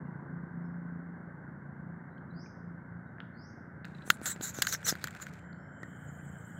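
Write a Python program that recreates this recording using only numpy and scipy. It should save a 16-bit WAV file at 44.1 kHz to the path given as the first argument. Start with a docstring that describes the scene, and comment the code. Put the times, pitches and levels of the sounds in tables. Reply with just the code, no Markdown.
"""A slow engine throbs far off behind trees, each firing thumping its pipe, over a dull rush of air.
A distant bird gives two rising whistles that linger among the trunks; small dry ticks come and go.
Then, right at the microphone, fingers shift on the camera: tips thud, skin sticks and slips in
rasps and squeaks, and the plastic case clicks and rings. A thin high hiss comes up at the end."""
import sys
import numpy as np
from scipy import signal
from scipy.fft import rfft, irfft, next_fast_len
from scipy.io import wavfile
from scipy.ndimage import uniform_filter1d, map_coordinates

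SR = 44100
rng = np.random.default_rng(int(sys.argv[2]) if len(sys.argv) > 2 else 0)


def persist_wave(psi):
    """Save psi, clipped to +-1, as 16-bit WAV."""
    counts = np.round(np.clip(psi, -1, 1) * 32767).astype(np.int16)
    wavfile.write(sys.argv[1], SR, np.atleast_2d(counts).T)


N = 290619


def amp(db):
    """Decibels to gain."""
    return 10 ** (np.asarray(db) / 20)


def unit(x):
    """Scale to rms 1."""
    return x / np.sqrt(np.mean(x ** 2) + 1e-20)


def along(points, hz):
    """Read (frequency, value) points at hz, on a log axis."""
    freqs, values = np.transpose(points)
    return np.interp(np.log(hz + 1), np.log(freqs + 1), values)


def curves(rows):
    """One value per sample for each column after the time."""
    times, *columns = np.transpose(rows)
    return [np.interp(np.arange(N) / SR, times, column) for column in columns]


def wobble(rate):
    """A smooth random curve, rate knots a second."""
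    return map_coordinates(rng.standard_normal(int(N * rate / SR) + 4), [np.arange(N) * rate / SR])


def filtered(x, response):
    """Shape x by a gain that depends on frequency."""
    size = next_fast_len(N + SR // 2)
    return irfft(rfft(x, size) * response(np.fft.rfftfreq(size, 1 / SR)), size)[:N]


def noise(spectrum, grain=1):
    """Noise of rms 1 with a given spectrum, optionally broken into grains."""
    return unit(filtered(grain * rng.standard_normal(N), lambda hz: amp(along(spectrum, hz))))


def patchy(x, depth_db):
    """Give x brief random swells in narrow bands, at rms 1."""
    bands = signal.stft(x, nperseg=512)[2]
    swells = uniform_filter1d(rng.standard_normal(bands.shape), size=7, axis=0)
    swells = unit(uniform_filter1d(swells, size=5, axis=1))
    return unit(signal.istft(bands * amp(depth_db * swells), nperseg=512)[1][:N])


def phase_of(hz):
    """Running phase of a changing frequency."""
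    return 2 * np.pi * np.cumsum(hz) / SR


def add(track, start, sound):
    """Mix a sound into a track at start seconds."""
    part = track[round(start * SR):][:len(sound)]
    part += sound[:len(part)]


def notes(rows, waver_hz):
    """Short, soft-edged notes, each on one wavering pitch."""
    track = np.zeros(N)
    for start, length, hz, db in rows:
        swell = np.hanning(int(length * SR))
        pitch = hz + waver_hz * wobble(220)[:len(swell)]
        add(track, start, amp(db) * swell * np.sin(phase_of(pitch)))
    return track


# Outdoor air, with a peak from the microphone port: (frequency [Hz], relative density [dB])
AIR_SPECTRUM = [(20, -25), (32, -14), (42, -2), (52, -3.5), (80, 11), (115, 12.5), (170, 13), (300, -6),
                (520, -0.5), (750, -2), (1050, -9.5), (1300, -2), (1540, 5.5), (1720, -2), (1950, -7),
                (2150, -10.5), (2400, -34), (4000, -45.5), (15000, -50)]
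# Its strength at the microphone: (time [s], level [dB])
AIR_LEVEL = [(0, -51.5), (1, -52), (2.5, -53), (3.6, -52), (4.5, -51), (5.4, -51), (6.59, -51)]
def air():
    """The air of the wood, all around: a dull steady rush over a low rumble."""
    return amp(curves(AIR_LEVEL)[0]) * patchy(noise(AIR_SPECTRUM), depth_db=0.96)


# Colour of the hiss: (frequency [Hz], relative density [dB])
HISS_SPECTRUM = [(2300, 1), (2650, -12), (3100, 2), (3900, -24), (5000, -27.5), (6100, -18), (6900, 4),
                 (7400, 5), (8000, 1.5), (8700, -3), (10100, -19), (12000, -12), (15500, -12)]
# Its late rise: (time [s], level [dB])
HISS_LEVEL = [(5.6, -105), (5.85, -72), (6.02, -67.5), (6.25, -65.5), (6.59, -64.5)]
def hiss():
    """A thin, flickering hiss comes up in the background."""
    return amp(curves(HISS_LEVEL)[0]) * patchy(noise(HISS_SPECTRUM), depth_db=4.5)


# Shrill bands: (centre [Hz], width [Hz], relative level [dB])
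INSECT_BANDS = [(3090, 240, -3), (7360, 430, -1.5)]
# Their shared swell: (time [s], level [dB])
INSECT_LEVEL = [(5.0, -130), (5.4, -77.5), (5.65, -82.5), (5.85, -73), (6.59, -76)]
def insects():
    """Two narrow, insect-like bands of noise come up just ahead of the hiss."""
    shrill = np.zeros(N)
    for centre, width, db in INSECT_BANDS:
        band = filtered(rng.standard_normal(N), lambda hz: 1 / (1 + ((hz - centre) / width) ** 2) ** 3)
        shrill += amp(db) * unit(band)
    return amp(curves(INSECT_LEVEL)[0]) * shrill


# Engine speed: (time [s], firing rate [Hz])
FIRING_RATE = [(0, 28.65), (.6, 28.7), (1.5, 28.6), (2.3, 28.4), (2.8, 28.55), (3.1, 29.1), (3.9, 29.1),
               (4.6, 28.95), (5.2, 29.1), (6, 28.85), (6.59, 28.45)]
# The droning fifth exhaust harmonic: (time [s], level [dB])
DRONE_LEVEL = [(0.0, -45.5), (0.38, -48), (1.01, -60), (1.19, -73), (1.25, -54), (1.71, -49), (2.02, -56),
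               (5.69, -59.5), (6.31, -50), (6.59, -55)]
# The booming sixth: (time [s], level [dB])
BOOM_LEVEL = [(0.0, -43), (0.07, -46.5), (0.27, -52.5), (0.37, -42), (0.44, -48), (0.66, -41),
              (1.05, -45.5), (1.35, -52), (1.72, -59.5), (1.91, -44.5), (2.15, -57.5), (2.37, -46),
              (2.5, -61.5), (2.66, -44.5), (2.83, -53), (2.99, -46.5), (3.12, -64.5), (3.25, -48),
              (3.38, -57), (5.05, -55.5), (5.17, -61.5), (5.51, -50.5), (5.58, -60), (6.59, -52.5)]
# The other harmonics: (multiple of the firing rate, start level [dB], end level [dB])
EXHAUST_HARMONICS = [(3, -69.5, -64), (4, -64, -61), (7, -56, -63.5), (8, -62.5, -68), (9, -62, -70),
                     (10, -68.5, -72.5), (11, -68.5, -72), (12, -66, -76.5), (13, -66.5, -78.5),
                     (14, -72, -80.5)]
# The roar, dull with distance: (frequency [Hz], relative density [dB])
ROAR_SPECTRUM = [(50, -40.5), (95, -12), (135, 0), (175, 2), (215, -1), (265, 1), (310, -4.5), (430, -13),
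                 (700, -19), (950, -10.5), (1200, -15), (1600, -57), (2600, -110)]
# How much of the roar gets through the trees: (time [s], relative level [dB])
ROAR_TREND = [(0, -45.5), (.4, -48), (.85, -49), (1.4, -49.5), (2.6, -51.5), (3.7, -54), (6.59, -57)]
def engine(first_firing_s=0.017, pipe_hz=160, pipe_width_hz=50, drone_db=-0.5, roar_db=-56,
           throb=0.27, fading_db=3.0, scatter_rad=0.72, uneven_db=0.94):
    """Far off, each firing thumps the pipe and swells the roar; harmonics waver through the trees."""
    rate, = curves(FIRING_RATE)
    firing_phase = phase_of(rate) - 2 * np.pi * rate[0] * first_firing_s
    harmonics = [(5, curves(DRONE_LEVEL)[0] + drone_db), (6, curves(BOOM_LEVEL)[0])]
    for k, start_db, end_db in EXHAUST_HARMONICS:
        harmonics.append((k, np.linspace(start_db, end_db, N) + fading_db * wobble(2.2)))
    thumps = np.zeros(N)
    for k, db in harmonics:
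        pipe_lag = np.arctan(2 * (k * rate - pipe_hz) / pipe_width_hz)
        thumps += amp(db) * unit(np.cos(k * firing_phase - pipe_lag + scatter_rad * wobble(2.7)))
    roar = unit(noise(ROAR_SPECTRUM) * np.exp(throb * np.cos(firing_phase - np.pi / 3)))
    thumps *= amp(uneven_db * wobble(28))  # no two firings are quite equal
    trend_db, = curves(ROAR_TREND)
    return thumps + amp(roar_db + trend_db - trend_db.mean()) * roar


# How long the wood rings: (frequency [Hz], t60 [s])
FOREST_DECAY = [(500, .55), (3000, .33), (5300, .55), (7000, .33), (14000, .3)]
def forest(x, build_s=0.0039):
    """Trunks and leaves scatter a sound into a smooth tail that builds up as more of them answer."""
    hz, t, bands = signal.stft(rng.standard_normal(SR), SR, nperseg=256)
    envelope = amp(-60 * t / along(FOREST_DECAY, hz)[:, None]) * (1 - np.exp(-t / build_s))
    tail = signal.istft(bands * envelope, SR, nperseg=256)[1]
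    return signal.fftconvolve(x, tail / np.linalg.norm(tail))[:N]


# Faint calls: (time [s], length [s], pitch [Hz], level [dB])
PEEPS = [(0.042, 0.058, 2780, -82.5), (0.622, 0.082, 5340, -85), (2.096, 0.068, 3900, -87),
         (2.3, 0.023, 3980, -68), (3.055, 0.045, 3830, -85), (5.55, 0.17, 5400, -81)]
def far_birds():
    """Birds deep in the wood peep, each call on one pitch."""
    return notes(PEEPS, waver_hz=35)


# Ticks and scrapes: (time [s], peak [dB], pitch [Hz], t60 [s], crack against ring [dB])
DRY_TICKS = [(2.179, -63.5, 3160, .014, -9), (2.46, -56, 2370, 0.024, -29), (3.1838, -40, 1600, 0.006, -45),
             (3.203, -30.5, 1550, 0.0042, -11.5), (3.846, -35, 1550, 0.0052, -6),
             (3.948, -51, 3980, 0.025, -8), (3.984, -54.5, 3760, .02, -3), (4.019, -51, 3980, .05, -3),
             (5.529, -54, 4370, 0.0063, -14), (5.833, -35.5, 1850, 0.022, -32.5)]
def dry_ticks(attack_s=0.00067, crack_hz=4400):
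    """Small dry ticks and soft scrapes, each a brief ring under a tiny crack."""
    track, t = np.zeros(N), np.arange(SR // 20) / SR
    crack_band = signal.butter(6, [crack_hz / 2, crack_hz], "band", fs=SR)
    for start, db, hz, t60, crack_db in DRY_TICKS:
        crack = unit(signal.lfilter(*crack_band, rng.standard_normal(len(t))))
        envelope = amp(-60 * t / t60) * (1 - np.exp(-t / attack_s)) ** 2
        tick = envelope * (np.sin(2 * np.pi * hz * t) + amp(crack_db) * crack)
        add(track, start, amp(db) * tick / np.abs(tick).max())
    return track


# Rising whistles: (time [s], length [s], level [dB], starting pitch [Hz])
WHISTLES = [(2.333, 0.12, -60.5, 4240), (3.335, .155, -63, 4180)]
def whistling_bird(top_hz=6600, waver_hz=90, edge_s=0.0028, peak_at=0.38, onset_db=-20, ending_db=-12):
    """A distant bird whistles in trembling upward glides, each loudest a little before its middle."""
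    song = np.zeros(N)
    for start, length, db, from_hz in WHISTLES:
        progress = np.linspace(0, 1, int(length * SR))
        hz = from_hz * (top_hz / from_hz) ** progress + waver_hz * wobble(220)[:len(progress)]
        rise_db = onset_db * (1 - progress / peak_at) ** 2
        fall_db = ending_db * ((progress - peak_at) / (1 - peak_at)) ** 2
        arch_db = np.where(progress < peak_at, rise_db, fall_db)
        edges = np.minimum(np.minimum(progress, 1 - progress) * length / edge_s, 1)
        add(song, start, edges * amp(db + arch_db) * np.sin(phase_of(hz)))
    return song


# Crackle of the resting hand: (frequency [Hz], relative density [dB])
CREEP_SPECTRUM = [(300, -12.5), (1500, 1.5), (2300, 11), (3000, -1.5), (4100, -1.5), (5500, -8.5),
                  (7500, -2.5), (10000, -15.5), (15500, -19.5)]
# Its strength at the microphone: (time [s], level [dB])
GRIP_LEVEL = [(3.845, -115), (3.855, -69), (3.93, -72.5), (4.02, -68.5), (4.1, -67.5), (4.4, -64),
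              (5.0, -59.5), (5.27, -62.5), (5.38, -66), (5.55, -100)]
def grip(uneven_db=4):
    """Beside the microphone, the resting hand creeps on the case with a faint, fine crackle."""
    grain = amp(uneven_db * np.minimum(wobble(240), 2.5))
    return amp(curves(GRIP_LEVEL)[0]) * noise(CREEP_SPECTRUM, grain)


# Fingertip landings: (time [s], relative peak [dB])
THUDS = [(4.077, -40), (4.101, -31.5), (4.2155, -38), (4.361, -42.5), (4.4096, -35), (4.5876, -32.5),
         (4.925, -30.5), (5.0415, -39.5), (5.832, -40)]
def thuds(push_s=0.00064, gain_db=7, low_cut_hz=100):
    """A fingertip lands by the microphone: one soft push of pressure, no ring, little deep bass."""
    track, u = np.zeros(N), np.arange(SR // 30) / SR / push_s
    pulse = u * (1 - u / 2) * np.exp(-u)
    for start, db in THUDS:
        add(track, start, amp(db + gain_db) * pulse / pulse.max())
    return signal.lfilter(*signal.butter(2, low_cut_hz, "high", fs=SR), track)


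# Clean squeaks: (time [s], length [s], pitch [Hz], level [dB])
SQUEAKS = [(4.236, 0.03, 11300, -49), (4.322, 0.033, 7300, -49), (4.425, 0.032, 11100, -44),
           (4.537, 0.02, 7150, -44.5), (4.644, .01, 6560, -39), (4.684, 0.019, 5200, -46),
           (4.738, 0.033, 5400, -45), (4.843, 0.019, 6000, -34)]
def squeaks():
    """Close up, a finger squeaks briefly as it catches or lets go."""
    return notes(SQUEAKS, waver_hz=70)


def chatter(pitch, spread_hz, slips_per_s=800, t60=0.017, uneven_db=3.0):
    """Stick and slip: an uneven train of tiny pings, each with its own size and pitch; rms 1 in all."""
    count = int(slips_per_s * N / SR)
    jitter, detune, size = rng.standard_normal((count, 3)).T
    onsets = np.clip((np.arange(count) + jitter / 2) * SR / slips_per_s, 0, N - 1).astype(int)
    hz = pitch[onsets] + spread_hz[onsets] * np.clip(detune, -1.5, 1.5)
    n = np.arange(SR // 60)
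    envelopes = amp(uneven_db * np.minimum(size[:, None], 2) - 60 * n / SR / t60)
    pings = envelopes * np.sin(2 * np.pi * hz[:, None] * n / SR)
    return unit(np.bincount((onsets[:, None] + n).ravel(), pings.ravel(), N)[:N])


def stroke_envelope(start, length, start_db, end_db, rise_db_per_s=1252, fall_db_per_s=897):
    """Level of one finger stroke in dB: a quick rise, a ramp while it slides, a quick fall."""
    t = np.arange(N) / SR - start
    ramp_db = np.interp(t, [0, length], [start_db, end_db])
    return ramp_db + rise_db_per_s * np.minimum(t, 0) - fall_db_per_s * np.maximum(t - length, 0)


# Finger strokes: (time [s], length [s], start level [dB], end level [dB],
# squeak start [Hz], squeak end [Hz], squeak spread [Hz], relative body level [dB])
STROKES = [(4.066, 0.082, -55.5, -57, 8350, 9400, 1500, -8),
           (4.234, 0.017, -52.5, -50, 8300, 8200, 1180, 0.5),
           (4.265, 0.055, -33, -39.5, 7240, 7700, 520, -8.5),
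           (4.431, 0.072, -37.5, -46, 7090, 6930, 399, -11.5),
           (4.547, 0.054, -49, -47, 6580, 6200, 299, -5), (4.622, 0.038, -48, -49.5, 6300, 6800, 393, 0.5),
           (4.684, 0.016, -36.5, -38, 6650, 6140, 700, -12),
           (4.713, 0.027, -40.5, -32, 6600, 6200, 450, -12.5),
           (4.862, 0.036, -35, -25.5, 6960, 5870, 1050, -13),
           (5.017, 0.0097, -62, -57, 4240, 4200, 697, -6), (5.223, 0.0046, -44, -48, 7100, 6970, 248, -3)]
# Skin rasping on plastic: (frequency [Hz], relative density [dB])
RASP_SPECTRUM = [(200, -16), (450, -6), (900, -8.5), (1200, -11), (1550, -3.5), (2000, 1), (2600, -17),
                 (3200, -10), (4000, 0.5), (4900, -13.5), (6500, -1.5), (7700, 0.5), (9300, -17),
                 (11400, -7.5), (15500, -8.5)]
# The hollow body of the case: (frequency [Hz], relative density [dB])
BODY_SPECTRUM = [(700, -34), (1200, -6), (1530, 4.5), (1950, -13), (2600, -31.5), (5000, -57.5)]
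def rubbing(rasp_db=-4, squeak_db=-1, octave_db=-13, grain_db=2.5, crackle_db=-58, slip_db=9):
    """Skin drags by the microphone in fine slips: a grainy rasp, a hollow body, a gliding squeak."""
    knots, envelopes = [], []
    for start, length, start_db, end_db, from_hz, to_hz, *timbre in STROKES:
        knots += [(start, from_hz, *timbre), (start + length, to_hz, *timbre)]
        envelopes.append(stroke_envelope(start, length, start_db, end_db))
    pitch, spread_hz, body_db = curves(sorted(knots))
    stroke_db = np.max(envelopes, axis=0)
    grain = amp(grain_db * np.minimum(wobble(900), 2))
    rasp = patchy(noise(RASP_SPECTRUM, grain), depth_db=3.0)
    squeak = chatter(pitch, spread_hz) + amp(octave_db) * chatter(2 * pitch, 2 * spread_hz)
    body = noise(BODY_SPECTRUM, grain)
    sliding = amp(rasp_db) * rasp + amp(squeak_db) * squeak + amp(body_db) * body
    # while the fingers press, the contact also gives way in sparse little ticks
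    pressing = np.clip((stroke_db + 58.5) / 14, 0, 1)
    ticks = noise(RASP_SPECTRUM, grain=amp(slip_db * np.minimum(wobble(510), 2.5)))
    return amp(stroke_db) * sliding + amp(crackle_db) * pressing * ticks


# Clicks of the case: (time [s], ring level [dB], ring pitch [Hz], upper-mode gain [dB],
# slip level [dB], slip length [s])
CLICKS = [(3.8513, -33, 1550, 0, -50.5, 0.0011), (4.1021, -3.5, 1480, 4, -16.5, 0.0016),
          (4.215, -48, 1500, 2, -50, 0.0014), (4.2573, -34, 1470, -8, -32, 0.0055),
          (4.36, -40, 1500, 4.5, -63, 0.0032), (4.412, -37, 1490, -4, -39, 0.00061),
          (4.477, -50, 1490, -7, -56, 0.0014), (4.5465, -38, 1500, -2, -44.5, .0015),
          (4.587, -38, 1490, -2, -32.5, 0.00042), (4.6206, -18.5, 1630, 9, -18, 0.005),
          (4.6492, -28, 1500, -4, -43, 0.0018), (4.6691, -18.5, 1560, -8, -28, .0042),
          (4.7254, -31, 1470, -8.5, -28, 0.0026), (4.7408, -27, 1450, -13.5, -42, 0.0019),
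          (4.748, -21.5, 1610, -10, -36, .0011), (4.8296, -32.5, 1550, -11, -50, 0.0011),
          (4.8558, -47, 1500, 3.5, -38, 0.0016), (4.8674, -42, 1510, -4, -32, .0015),
          (4.924, -30, 1470, -4, -45, 0.0019), (4.953, -29, 1500, -10, -46, 0.0012),
          (5.041, -22.5, 1490, 0, -27.5, 0.0021), (5.0718, -27.5, 1430, -13, -41, 0.00315),
          (5.082, -31, 1910, -14, -51, 0.0022), (5.1082, -46, 1500, -2, -46, 0.00093),
          (5.15, -36, 1400, -8, -48, 0.00088), (5.1627, -36, 1450, -5, -61, 0.00093),
          (5.1996, -34, 1230, -8, -53, .00093), (5.2262, -35, 1620, -11, -43, 0.0023),
          (5.2674, -29, 1530, -20, -43.5, 0.001), (5.337, -48.5, 1492, -6, -50.5, 0.0012),
          (5.832, -33, 1400, -24, -51, 0.00077)]
# Modes of the case, lowest first: (frequency [Hz], relative level [dB], t60 [s])
CASE_MODES = [(1517, -1.5, 0.014), (1674, -2, .011), (1890, -8, 0.0096), (2810, -4.5, 0.0063),
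              (3180, -9, 0.0048), (4310, -13, 0.0053), (5170, -18, .009), (6600, -16.5, .008),
              (7000, -22.5, .013)]
# Colour of the slipping plastic: (frequency [Hz], relative density [dB])
SLIP_SPECTRUM = [(300, -17), (1000, -13.5), (1600, 8.5), (2500, -8.5), (3200, 2.5), (4600, 1), (5700, -9.5),
                 (7300, 5), (8800, -14.5), (12000, -6.5), (15500, -8)]
def clicks(attack_s=0.00063, tail_db=-15, tail_t60=0.047, detune=0.026, upper_hz=2300, low_cut_hz=750):
    """Right at the microphone the case slips, then rings; its tone depends on where it is pressed."""
    track, t = np.zeros(N), np.arange(SR // 10) / SR
    slips = noise(SLIP_SPECTRUM)
    low_cut = signal.butter(2, low_cut_hz, "high", fs=SR)  # the ring carries little below about 750 Hz
    for start, ring_db, pitch_hz, upper_db, slip_db, slip_s in CLICKS:
        ring = np.zeros(len(t))
        for hz, db, t60 in CASE_MODES:
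            if hz > upper_hz:  # each click sets how loud these upper modes ring, and detunes them a little
                hz *= 1 + rng.normal(0, detune)
                db += upper_db + rng.normal(0, 1.2)
            else:
                hz *= pitch_hz / CASE_MODES[0][0]
            ring += amp(db - 60 * t / t60) * np.sin(2 * np.pi * hz * t)
        ring = signal.lfilter(*low_cut, ring * (1 - np.exp(-t / attack_s)))
        burst = np.maximum(np.exp(-(t / slip_s) ** 4), amp(tail_db - 60 * (t - slip_s) / tail_t60))
        add(track, start, amp(slip_db) * burst * slips[round(start * SR):][:len(t)])
        add(track, start + 0.58 * slip_s, amp(ring_db) * ring)  # rings from partway through the slip
    return track


def scene(song_direct_db=-9, tick_echo_db=-11, peep_echo_db=-8):
    """One microphone in a wood: the far whistles are mostly echo, the touches on the case are dry."""
    song, peeps, ticks = whistling_bird(), far_birds(), dry_ticks()
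    direct = amp(song_direct_db) * song + peeps + ticks
    echo = forest(song + amp(peep_echo_db) * peeps + amp(tick_echo_db) * ticks)
    background = engine() + air() + hiss() + insects()
    handling = clicks() + thuds() + rubbing() + squeaks() + grip()
    return (background + direct + echo + handling)[None]


def record(dry, fade_s=0.004, low_cut_hz=35, top_hz=15800):
    """The sound fades in over a few milliseconds; the camera drops the deepest bass and keeps nothing above its
    band limit."""
    fade_in = np.minimum(np.arange(N) / (fade_s * SR), 1)
    lean = signal.lfilter(*signal.butter(2, low_cut_hz, "high", fs=SR), dry[0] * fade_in)
    return filtered(lean, lambda hz: 1 / (1 + (hz / top_hz) ** 200))[None]


dry = scene()
out = record(dry)
persist_wave(out)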